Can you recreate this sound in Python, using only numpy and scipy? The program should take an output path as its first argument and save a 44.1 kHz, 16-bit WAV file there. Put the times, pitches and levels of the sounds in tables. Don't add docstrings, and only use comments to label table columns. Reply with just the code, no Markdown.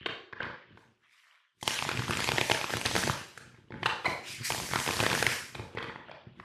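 import sys
import numpy as np
from scipy import signal
from scipy.fft import rfft, irfft
from scipy.io import wavfile
from scipy.ndimage import uniform_filter1d

SR = 44100
rng = np.random.default_rng(int(sys.argv[2]) if len(sys.argv) > 2 else 0)


def store_pcm(level_fs):
    pcm = np.round(np.clip(level_fs, -1, 1) * 32767).astype(np.int16)
    wavfile.write(sys.argv[1], SR, np.atleast_2d(pcm).T)


N = 284004


def amp(db):
    return 10 ** (np.asarray(db) / 20)


def evened(x):
    return x / np.sqrt(np.mean(x ** 2) + 1e-20)


def peaked(x):
    return x / (abs(x).max() + 1e-12)


def read(points, hz):
    f, value = np.transpose(points)
    return np.interp(np.log(hz + 1), np.log(f + 1), value)


def lowpass(x, order, hz):
    return signal.sosfilt(signal.butter(order, hz, output="sos", fs=SR), x)


def ring(x, hz, width):
    r = np.exp(-np.pi * width / SR)
    poles = [1 - r, 0, -r * (1 - r), 1, -2 * r * np.cos(2 * np.pi * hz / SR), r * r]
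    return signal.sosfilt([poles, poles], x)


RISE_DB_PER_S, FALL_DB_PER_S = 434.5, 100


def gesture(start, hold, fall):
    t = np.arange(N) / SR - start
    return np.minimum(RISE_DB_PER_S * t, 0) - fall * np.maximum(t - hold, 0)


# (f/Hz, t60/s)
ROOM_DECAY = [(100, 0.23), (300, 0.61), (1000, 0.49), (3000, 0.42), (6000, 0.6), (12000, 0.19)]


def room(x):
    taps = np.zeros(SR)
    at = np.arange(150, SR - 20, 20)
    taps[at + rng.integers(0, 20, len(at))] = rng.choice([-1., 1.], len(at))
    taps *= 1 - 0.72 * np.exp(-(np.arange(SR) / SR / 0.03) ** 6)
    hz, t, z = signal.stft(taps, SR, nperseg=256)
    decay = amp(-60 * t / read(ROOM_DECAY, hz)[:, None])
    tail = signal.istft(z * decay, SR, nperseg=256)[1]
    return signal.fftconvolve(x, tail / np.linalg.norm(tail))[:N]


# (f/Hz, level/dB, t60/s)
TABLE_MODES = [(73.4, -31, 0.18), (123.6, -9.5, 0.39), (146.3, -7, 0.13), (186.2, -8.5, 0.099),
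               (237, -10, 0.21), (298, -2, 0.032), (361.7, 1.5, 0.056), (449, -2.5, 0.037),
               (547, -4, 0.061), (720, -8, 0.043), (861, -0.5, 0.1)]


def table(push):
    t = np.arange(SR // 3) / SR
    modes = sum(amp(db - 60 * t / t60) * np.sin(2 * np.pi * hz * t) for hz, db, t60 in TABLE_MODES)
    thud = peaked(np.convolve(modes, np.hanning(48)))
    return signal.oaconvolve(push, thud)[:N]


# (t/s, push level/dB)
BUMP_TIMES = [(3.409, -46), (3.722, -37), (3.737, -44), (5.555, -38), (5.57, -38), (5.596, -27.5),
              (6.268, -39)]
BUMP_MS = 3.2


def bumps():
    push, t = np.zeros(N), np.arange(0, BUMP_MS / 1000, 1 / SR)
    shape = np.sin(np.pi * t * 1000 / BUMP_MS) ** 2
    for s, db in BUMP_TIMES:
        push[round(s * SR):][:len(t)] += amp(db) * 2 * shape / shape.sum()
    return table(push)


# (t/s, effort level/dB, treble hiss level/dB, hand weight level/dB)
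CARD_RUNS = [
    [(1.68, -53.5, -38.5, -73.5), (1.72, -43, -36, -56), (1.79, -45, -40.5, -56), (1.83, -47, -42, -38),
     (1.94, -45.5, -46, -40.5), (2.03, -48, -47, -34.5), (2.07, -51, -48.5, -44), (2.11, -45, -43.5, -36.5),
     (2.26, -48, -39, -42), (2.34, -48.5, -41.5, -35), (2.42, -41, -41, -43), (2.47, -58, -39.5, -72),
     (2.55, -41, -38.5, -55), (2.62, -52.5, -42.5, -51), (2.68, -50.5, -45, -62), (2.74, -45.5, -39.5, -36),
     (2.83, -66, -44.5, -45), (2.86, -38, -39, -42), (2.93, -57, -39, -44), (2.98, -40, -35.5, -32),
     (3.01, -47, -35.5, -43), (3.1, -46.5, -38, -29), (3.12, -46.5, -40.5, -43)],
    [(4.41, -61, -72, -45), (4.45, -57, -35.5, -53), (4.6, -52, -41, -39), (4.69, -57, -41, -48),
     (4.76, -42.5, -42, -37.5), (4.84, -50, -38, -53.5), (4.88, -44.5, -40.5, -34.5),
     (4.95, -50.5, -38.5, -46), (5.01, -43, -39, -37.5), (5.11, -41, -40.5, -38.5), (5.2, -44, -37.5, -40),
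     (5.24, -42, -40, -41), (5.33, -40, -38.5, -44.5)],
]


def runs(column, chosen=CARD_RUNS):
    out = 0
    for rows in chosen:
        s, db = np.array(rows)[:, [0, column]].T
        course = np.interp(np.arange(N) / SR, s, db)
        out = out + amp(course + gesture(s[0], s[-1] - s[0], FALL_DB_PER_S))
    return out


def grainy(points, patchy_db, grain_db):
    grains = amp(grain_db * evened(uniform_filter1d(rng.standard_normal(N), 60)))
    hz, _, z = signal.stft(grains * rng.standard_normal(N), SR, nperseg=512)
    drift = uniform_filter1d(rng.standard_normal(z.T.shape), 8, 0)
    patches = evened(uniform_filter1d(drift, 8, 1)).T
    colour = amp(read(points, hz)[:, None] + patchy_db * patches)
    return evened(signal.istft(z * colour, nperseg=512)[1][:N])


HAND_HZ = 276
NUDGE_SPREAD_DB, NUDGES_PER_S = 2.5, 250


def hand_weight():
    sizes = amp(NUDGE_SPREAD_DB * rng.standard_normal(N))
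    nudges = rng.standard_normal(N) * sizes * (rng.random(N) < NUDGES_PER_S / SR)
    return evened(table(lowpass(nudges, 2, HAND_HZ)))


# (f/Hz, spectral level/dB)
RUB_COLOUR = [(180, -86), (300, -33), (600, -11), (850, -11.5), (1030, 2), (1560, 7), (1830, 6.5),
              (2570, 2.5), (3140, 2.5), (4000, -7.5), (9000, -56.5), (11700, -102), (19800, -120)]
# (f/Hz, spectral level/dB)
HISS_COLOUR = [(500, -46.5), (1200, -30), (1800, -1), (3000, -3), (5000, -1.5), (8000, -7.5), (12000, -13),
               (14000, -20.5), (15500, -26)]
# (f/Hz, spectral level/dB)
BRIDGE_COLOUR = [(500, -27), (1200, -20), (1800, -3), (3300, -8), (5000, -1.5), (9600, -7), (12900, -10.5),
                 (15000, -24)]
# (start t/s, hold/s, rub level/dB, treble hiss level/dB, hand weight level/dB)
HAND_STROKES = [(-.05, 0.053, -56, -90, -44), (0.079, 0.019, -47, -101.5, -53.5),
                (0.413, 0.047, -48, -90, -48), (0.71, 0.036, -66, -100, -54),
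                (0.786, 0.021, -90, -74.5, -85), (0.86, 0.052, -82, -107, -65.5),
                (1.035, 0.04, -69.5, -84.5, -99), (1.127, 0.14, -67, -71.5, -100),
                (1.315, 0.034, -64, -102, -110), (1.578, 0.0086, -118, -107, -74),
                (3.378, 0.03, -69, -65.5, -58), (3.462, .04, -80, -94, -61.5), (3.545, 0.03, -68, -99, -60),
                (3.615, .03, -94, -105, -62), (3.732, .02, -60, -81, -45),
                (3.856, 0.018, -42.5, -53.5, -41), (4.075, 0.031, -49.5, -50, -50),
                (4.282, 0.052, -55.5, -44, -53), (5.567, 0.063, -60, -63, -48),
                (5.78, 0.12, -49.5, -75, -51), (6.081, 0.062, -57.5, -100, -55.5),
                (6.274, 0.088, -70, -100, -57), (6.395, .1, -67, -76.5, -58.5)]
WEIGHT_FALL_DB_PER_S = 160.5
RUN_RUB_DB = 4


def slides():
    falls = np.array([FALL_DB_PER_S, FALL_DB_PER_S, WEIGHT_FALL_DB_PER_S])[:, None]
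    rub, hiss, weight = sum(amp(np.array(dbs)[:, None] + gesture(s, hold, falls))
                            for s, hold, *dbs in HAND_STROKES)
    rub = rub + amp(RUN_RUB_DB) * runs(column=1)
    riffle, bridge = (runs(column=2, chosen=[rows]) for rows in CARD_RUNS)
    weight = weight + runs(column=3)
    out = rub * grainy(RUB_COLOUR, patchy_db=3.5, grain_db=3.0)
    out += (hiss + riffle) * grainy(HISS_COLOUR, patchy_db=2.5, grain_db=1.5)
    out += bridge * grainy(BRIDGE_COLOUR, patchy_db=1.4, grain_db=1.0)
    return out + weight * hand_weight()


# (start t/s, hold/s, level/dB, gap f/Hz at the start, overtone level/dB re gap)
GAP_SWISHES = [(4.268, 0.1, -48, 2623, -9), (4.449, 0.026, -41, 2165, -2.5)]
GAP_SAG_HZ_PER_S, SWISH_FALL_DB_PER_S = 2500, 402


def swish():
    t, out = np.arange(N) / SR, 0
    for s, hold, db, hz, over_db in GAP_SWISHES:
        gap = hz - GAP_SAG_HZ_PER_S * np.clip(t - s, 0, .2)
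        for times, rel_db, width in ((1, 0, 656), (2.1, over_db, 905)):
            turn = np.exp(2j * np.pi * np.cumsum(times * gap) / SR)
            slow = lowpass(rng.standard_normal((2, N)), 3, width / 2)
            tone = evened((turn * (slow[0] + 1j * slow[1])).real)
            out = out + amp(db + rel_db + gesture(s, hold, SWISH_FALL_DB_PER_S)) * tone
    return out


# (start t/s, length/s, fundamental level/dB, slip f/Hz, level/dB of overtones 2, 3, 4 re fundamental)
SLIP_CHIRPS = [(3.865, .016, -29.5, 882, -26.5, -27, -23), (4.053, 0.015, -28, 1020, 5, -14, -4.5),
               (4.062, 0.011, -26, 745, -9, 0.5, -17)]
CHIRP_WAVER, CHIRP_PEAK = .025, 1


def chirps():
    out = np.zeros(N)
    for s, length, db, hz, *over_db in SLIP_CHIRPS:
        t = np.arange(0, length, 1 / SR)
        waver = evened(uniform_filter1d(rng.standard_normal(2048), size=90))[:len(t)]
        turn = 2 * np.pi * np.cumsum(hz * (1 + CHIRP_WAVER * waver)) / SR
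        tone = sum(amp(part_db) * np.cos((k + 1) * turn) for k, part_db in enumerate([0, *over_db]))
        swell = np.sin(np.pi * (t / length) ** CHIRP_PEAK)
        out[round(s * SR):][:len(t)] += amp(db) * swell * tone
    return out


RUN_FLUTTER_DB, SLAPS_PER_S = 1, 170


def flutter():
    t = np.arange(N) / SR
    inside = sum((t > rows[0][0]) & (t < rows[-1][0]) for rows in CARD_RUNS)
    level = amp(RUN_FLUTTER_DB) * inside * runs(column=1)
    size = amp(4.5 * np.minimum(rng.exponential(1, N), 2.2)) * (rng.random(N) < SLAPS_PER_S / SR)
    flap, out = rng.integers(0, 12, N), np.zeros(N)
    u = np.arange(400) / SR / 0.00034
    for k, hz in enumerate(np.geomspace(600, 3600, num=12)):
        slap = ring(u * np.exp(-2 * u) * rng.standard_normal(400), hz, 1820)
        out += signal.oaconvolve(size * (flap == k), peaked(slap))[:N]
    return level * evened(out)


# (f/Hz, width/Hz, level/dB)
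CARD_STOCK = [(444, 326, 0.5), (777, 900, 3.5), (1050, 24, 6.5), (1500, 35, -2.5), (2170, 160, 4.5),
              (2450, 294, 5), (2960, 1430, -3), (4330, 370, -1), (5040, 180, -4.5)]


def deck(x):
    return sum(amp(db) * ring(x, hz, width) for hz, width, db in CARD_STOCK)


def contact(shape, noise):
    burst = shape * noise
    for _ in range(2):
        flat = irfft(np.exp(1j * np.angle(rfft(burst))))
        burst = np.sqrt(shape) * flat
    return burst


VARY_CONTACT, VARY_CRACK_DB = 0.14, 0.5
CRACK_AFTER_MS = 1.0


def blows(rows, kind, crack_db):
    out, push, t = np.zeros(N + 2048), np.zeros(N), np.arange(2048) / SR * 1000
    treble = signal.butter(2, [3600, 10000], "band", output="sos", fs=SR)
    contact_ms, q, softness, fade_hz = kind
    for s, db, hz, low_hz, low_db, scuff_db, thud_db, card_db in rows:
        noise = rng.standard_normal(2048)
        u = t / (contact_ms * np.exp(VARY_CONTACT * rng.standard_normal()))
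        burst = contact(u ** softness * np.exp(-u * (1 + softness)), noise)
        crack = amp(crack_db + VARY_CRACK_DB * rng.standard_normal()) * np.linalg.norm(burst)
        burst[round(CRACK_AFTER_MS * SR / 1000)] += crack * rng.choice([-1, 1])
        upper = ring(burst, hz, hz / q)
        lower = amp(low_db) * ring(burst, low_hz, 3 * low_hz / q)
        flaps = upper + lower + amp(card_db) * deck(burst)
        scuff = signal.sosfilt(treble, u ** 0.52 * np.exp(-.7 * u) * noise)
        at = round(s * SR)
        out[at:at + 2048] += amp(db) * (peaked(lowpass(flaps, 2, fade_hz)) + amp(scuff_db) * peaked(scuff))
        push[at + 20] += amp(db + thud_db) * rng.choice([-1, 1])
    return out[:N] + table(push)


# (t/s, flap peak level/dB, upper flap f/Hz,
# lower flap f/Hz, then level/dB of lower flap, edge scuff, table thud, card ring)
PACK_KNOCKS = [(0.059, -21, 2850, 1320, -5, -48, -35, -11), (0.061, -19, 2850, 1890, -2, -42, -45, -9),
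               (0.063, -24, 1050, 414, -1, -29, -20, -8), (0.068, -30, 2860, 1880, 1, -40, -29, -17),
               (0.326, -33.5, 1020, 432, -8, -55, -23, -22), (0.331, -30, 1630, 417, 4, -56, -7, -15),
               (0.403, -22, 1560, 500, -15, -53, -10, -28), (0.407, -28.5, 1740, 590, -7, -52, -31, -33),
               (0.419, -32, 1050, 464, -7, -49, -20, -31), (0.429, -29, 2150, 1010, 1, -48, -5, -4),
               (0.434, -36, 1800, 990, 2, -45, -20, -8.5), (0.444, -27.5, 2200, 1050, -3, -41, -24, -24),
               (0.453, -31, 1400, 453, -8, -43, -33, -14), (0.465, -30, 1730, 1010, -6, -51, -2.5, -30),
               (0.773, -41, 1500, 430, -10, -30, -3.5, -9), (1.611, -45.5, 2070, 1340, -15, 1.5, -20, -25),
               (1.627, -22.5, 3300, 457, -23, -9, -6.5, -8), (3.375, -30, 1600, 1330, 7, -11.5, -21, -2),
               (3.545, -47.5, 2100, 1300, -6, -30, -8, -4), (3.705, -41, 1570, 430, -2, -38, 8, -2),
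               (3.721, -35, 2080, 1260, 4, -45, -3.5, -11), (3.74, -35.5, 2600, 1500, 12, -38, 5, -7),
               (3.83, -19.5, 1590, 1040, -6, -34, -12, -8.5), (3.833, -25, 3020, 1460, -5, -32, -21, -22),
               (3.857, -16.5, 1660, 1060, -5, -20, -26, -9.5),
               (3.859, -13, 2700, 1690, -1, -33, -34, -17.5), (3.861, -21, 1630, 990, 2, -36, -30, -9),
               (3.864, -18.5, 4300, 890, -10, -38, -39, -29), (4.045, -25.5, 1110, 513, -8, -30, -19, -5),
               (4.048, -29, 2200, 1010, 4, -30, -17, -10), (4.051, -26.5, 1140, 510, 0, -21, -18, -10),
               (4.057, -24, 1380, 640, -10, -16, -10, -7), (4.061, -19, 1280, 640, -1, -35, -33, -7),
               (4.074, -23, 2110, 700, -14, -40, -19, -18), (4.08, -28, 2300, 770, 6, -40, 7, -29),
               (5.547, -33.5, 3350, 1330, -10, -24, -15, -7),
               (5.551, -24.5, 3460, 1320, -2.5, -21, -13, -1), (5.568, -59, 1500, 406, 4, -38, -5, -16),
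               (5.595, -35, 1710, 360, 3, -24, 6.5, 3), (5.749, -42.5, 1880, 357, 13, -13, 13.5, -18),
               (5.772, -23.5, 1890, 403, -3, -45, -7, -18), (5.782, -26, 1850, 1200, -10, -40, -30, -7),
               (5.785, -25, 3120, 1850, 4, -38, -26, -10), (5.804, -30, 1900, 1050, 6, -38, -24, -20),
               (5.826, -25.5, 3270, 1860, -1.5, -25, -8, -7), (5.841, -29, 1890, 430, -15, -28, -3, -3),
               (5.896, -32, 1960, 1280, 13, -40, -2.5, -22), (5.958, -28.5, 1880, 960, -3, -48, -7, -38),
               (6.084, -38.5, 1350, 604, 2, -44, -26, -19), (6.094, -38.5, 1790, 520, 9, -33, -25, -29),
               (6.113, -32, 1880, 590, -7, -50, -29, -5.5), (6.398, -31.5, 1870, 940, 0.5, -46.5, -29, -15)]
# (typical contact time/ms, flap f over width, softness of the rise, flaps fade above f/Hz)
PACK_BUILD = (3.2, 5.4, 0.19, 3160)
KNOCK_CRACK_DB = 0.5


def knocks():
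    return blows(PACK_KNOCKS, PACK_BUILD, KNOCK_CRACK_DB)


# (t/s, flap peak level/dB, upper flap f/Hz, lower flap level/dB, edge scuff level/dB)
CARD_SNAPS = [(1.677, -9, 2620, -15, -10), (1.707, -20, 2510, -10, -11), (1.789, -18.5, 2540, -24, -27),
              (1.824, -15, 2370, 1, -24), (1.85, -22.5, 1520, 6, -22), (1.89, -15, 1280, -10, -17),
              (1.914, -17, 1410, -17, -33), (1.973, -20.5, 2300, -26.5, -18), (1.993, -21, 1500, -5, -29),
              (2.021, -21.5, 2430, 7, -23), (2.081, -20.5, 2700, 11, -24), (2.096, -20, 1370, 0, -36),
              (2.108, -14.5, 2400, 8, -12.5), (2.134, -21.5, 2180, -18, -26), (2.171, -18.5, 2060, -15, -7),
              (2.193, -20, 2450, 21, -34), (2.203, -18.5, 2370, -14, -10), (2.223, -26, 3000, -3, -25),
              (2.232, -35, 1800, 4, -20), (2.242, -17, 2380, -7, -8), (2.253, -35, 1500, -6, -24),
              (2.275, -18.5, 2370, -30, -13), (2.282, -26, 2500, -9, -24), (2.289, -12.5, 2500, -4, -23),
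              (2.318, -13, 2550, 0, -13.5), (2.36, -26, 2000, 9.5, -24), (2.382, -11, 1960, -11, -25),
              (2.388, -23.5, 2130, 1, -27), (2.412, -11.5, 2450, -10, -10.5), (2.498, -11, 1500, -6.5, -27),
              (2.512, -13.5, 2280, -2, -14), (2.516, -7.5, 2450, -3.5, -21), (2.547, -18, 1500, -20, -13),
              (2.603, -28, 1300, -22, -33), (2.613, -18, 2450, -5, -28), (2.642, -16, 2400, 3, -25),
              (2.696, -23, 1740, 0, -30), (2.704, -21, 1190, -11, -32), (2.731, -28, 1500, -16, -14),
              (2.737, -15.5, 1330, -3.5, -28), (2.769, -18, 2650, -5, -7.5), (2.798, -35, 1500, -5, -22),
              (2.813, -20, 2600, -5, -7.5), (2.854, -16.5, 1750, -9, -22), (2.86, -12.5, 3660, -16, -9),
              (2.866, -18.5, 2220, -21, -30), (2.912, -21.5, 1250, -4, -27), (2.937, -29, 3460, -18, -12),
              (2.952, -15.5, 1530, -15, -14), (2.963, -12, 1250, -34, -10), (2.978, -18, 1340, -13, -19),
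              (2.984, -27, 1500, 0, -25), (3.029, -20.5, 1310, -17, -17), (3.036, -17, 1610, -5, -22),
              (3.071, -16.5, 4500, 1, -18), (3.075, -15.5, 1520, 0, -25), (3.092, -29, 2180, -6, -15),
              (3.097, -12.5, 2120, 31, -35), (4.503, -15.5, 2100, -2, -12), (4.507, -21.5, 1500, -8, -18),
              (4.521, -16.5, 2670, -9, -9), (4.547, -19.5, 1720, -7, -28), (4.579, -28, 1800, -6, -15),
              (4.6, -20, 2130, 0.5, -15.5), (4.662, -30, 2000, -18, -13.5), (4.689, -29, 1500, -4, -18),
              (4.713, -25.5, 2380, 10, -8.5), (4.735, -14.5, 1700, 21, -15), (4.758, -13.5, 1400, -4, -25),
              (4.788, -22, 1620, -26, -6), (4.8, -21.5, 2590, -16, -4.5), (4.863, -19.5, 2270, -7, -10),
              (4.876, -16, 1910, -11, -21), (4.889, -18.5, 1630, 7, -35), (4.902, -23, 1110, 7, -33),
              (4.908, -17.5, 2250, -22, -24), (4.928, -23, 2820, -3.5, -21), (4.935, -21.5, 3440, -17, -12),
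              (4.938, -25, 1900, -12, -23), (4.968, -20, 3700, -6, -18), (4.992, -21, 1700, 6, -21),
              (5.002, -9, 2500, -3, -11), (5.009, -16, 2460, 1, -19), (5.028, -18, 1180, 9, -7),
              (5.036, -13.5, 1500, -5, -17), (5.064, -11, 1800, -1.5, -37), (5.09, -27, 1610, -7, -18),
              (5.1, -18.5, 2650, -13, -16), (5.115, -16, 1420, -3, -13.5), (5.129, -16, 1850, -13, -14),
              (5.14, -22.5, 1310, 8.5, -25), (5.15, -14.5, 1600, -17, -10), (5.158, -24, 2580, -9, -2),
              (5.176, -17.5, 2170, 6, -15), (5.209, -32.5, 1900, 7, -6), (5.226, -9, 1390, -46, -9),
              (5.266, -9.5, 2060, -25, -11), (5.315, -24, 1870, -21, -20.5)]
# (typical contact time/ms, flap f over width, softness of the rise, flaps fade above f/Hz)
CARD_BUILD = (0.71, 2.34, 0.074, 18000)
SNAP_LOWER, SNAP_CRACK_DB = 0.4, 3.5
SNAP_THUD_DB, SNAP_CARD_DB = -14.5, -8.5
VARY_THUD_DB, VARY_CARD_DB = 2.5, 5


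def snaps():
    rows = []
    for s, db, hz, low_db, scuff_db in CARD_SNAPS:
        thud_db = SNAP_THUD_DB + VARY_THUD_DB * rng.standard_normal()
        card_db = SNAP_CARD_DB + VARY_CARD_DB * rng.standard_normal()
        rows.append((s, db, hz, SNAP_LOWER * hz, low_db, scuff_db, thud_db, card_db))
    return blows(rows, CARD_BUILD, SNAP_CRACK_DB)


def scene():
    rubbing = slides() + swish()
    packs = knocks() + chirps() + bumps()
    cards = snaps() + flutter()
    echo = room(amp(-10.5) * cards + amp(-5.0) * packs + amp(-14) * rubbing)
    return (cards + packs + rubbing + echo)[None]


EDGE_HZ = 15040


def record(dry):
    cut = signal.sosfilt(signal.butter(2, 85, "high", output="sos", fs=SR), dry)
    cut = lowpass(cut, 4, 13500)
    edge = signal.firwin(511, EDGE_HZ, window=("kaiser", 9), fs=SR)
    return signal.oaconvolve(cut, edge[None], "same")


dry = scene()
out = record(dry)
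store_pcm(out)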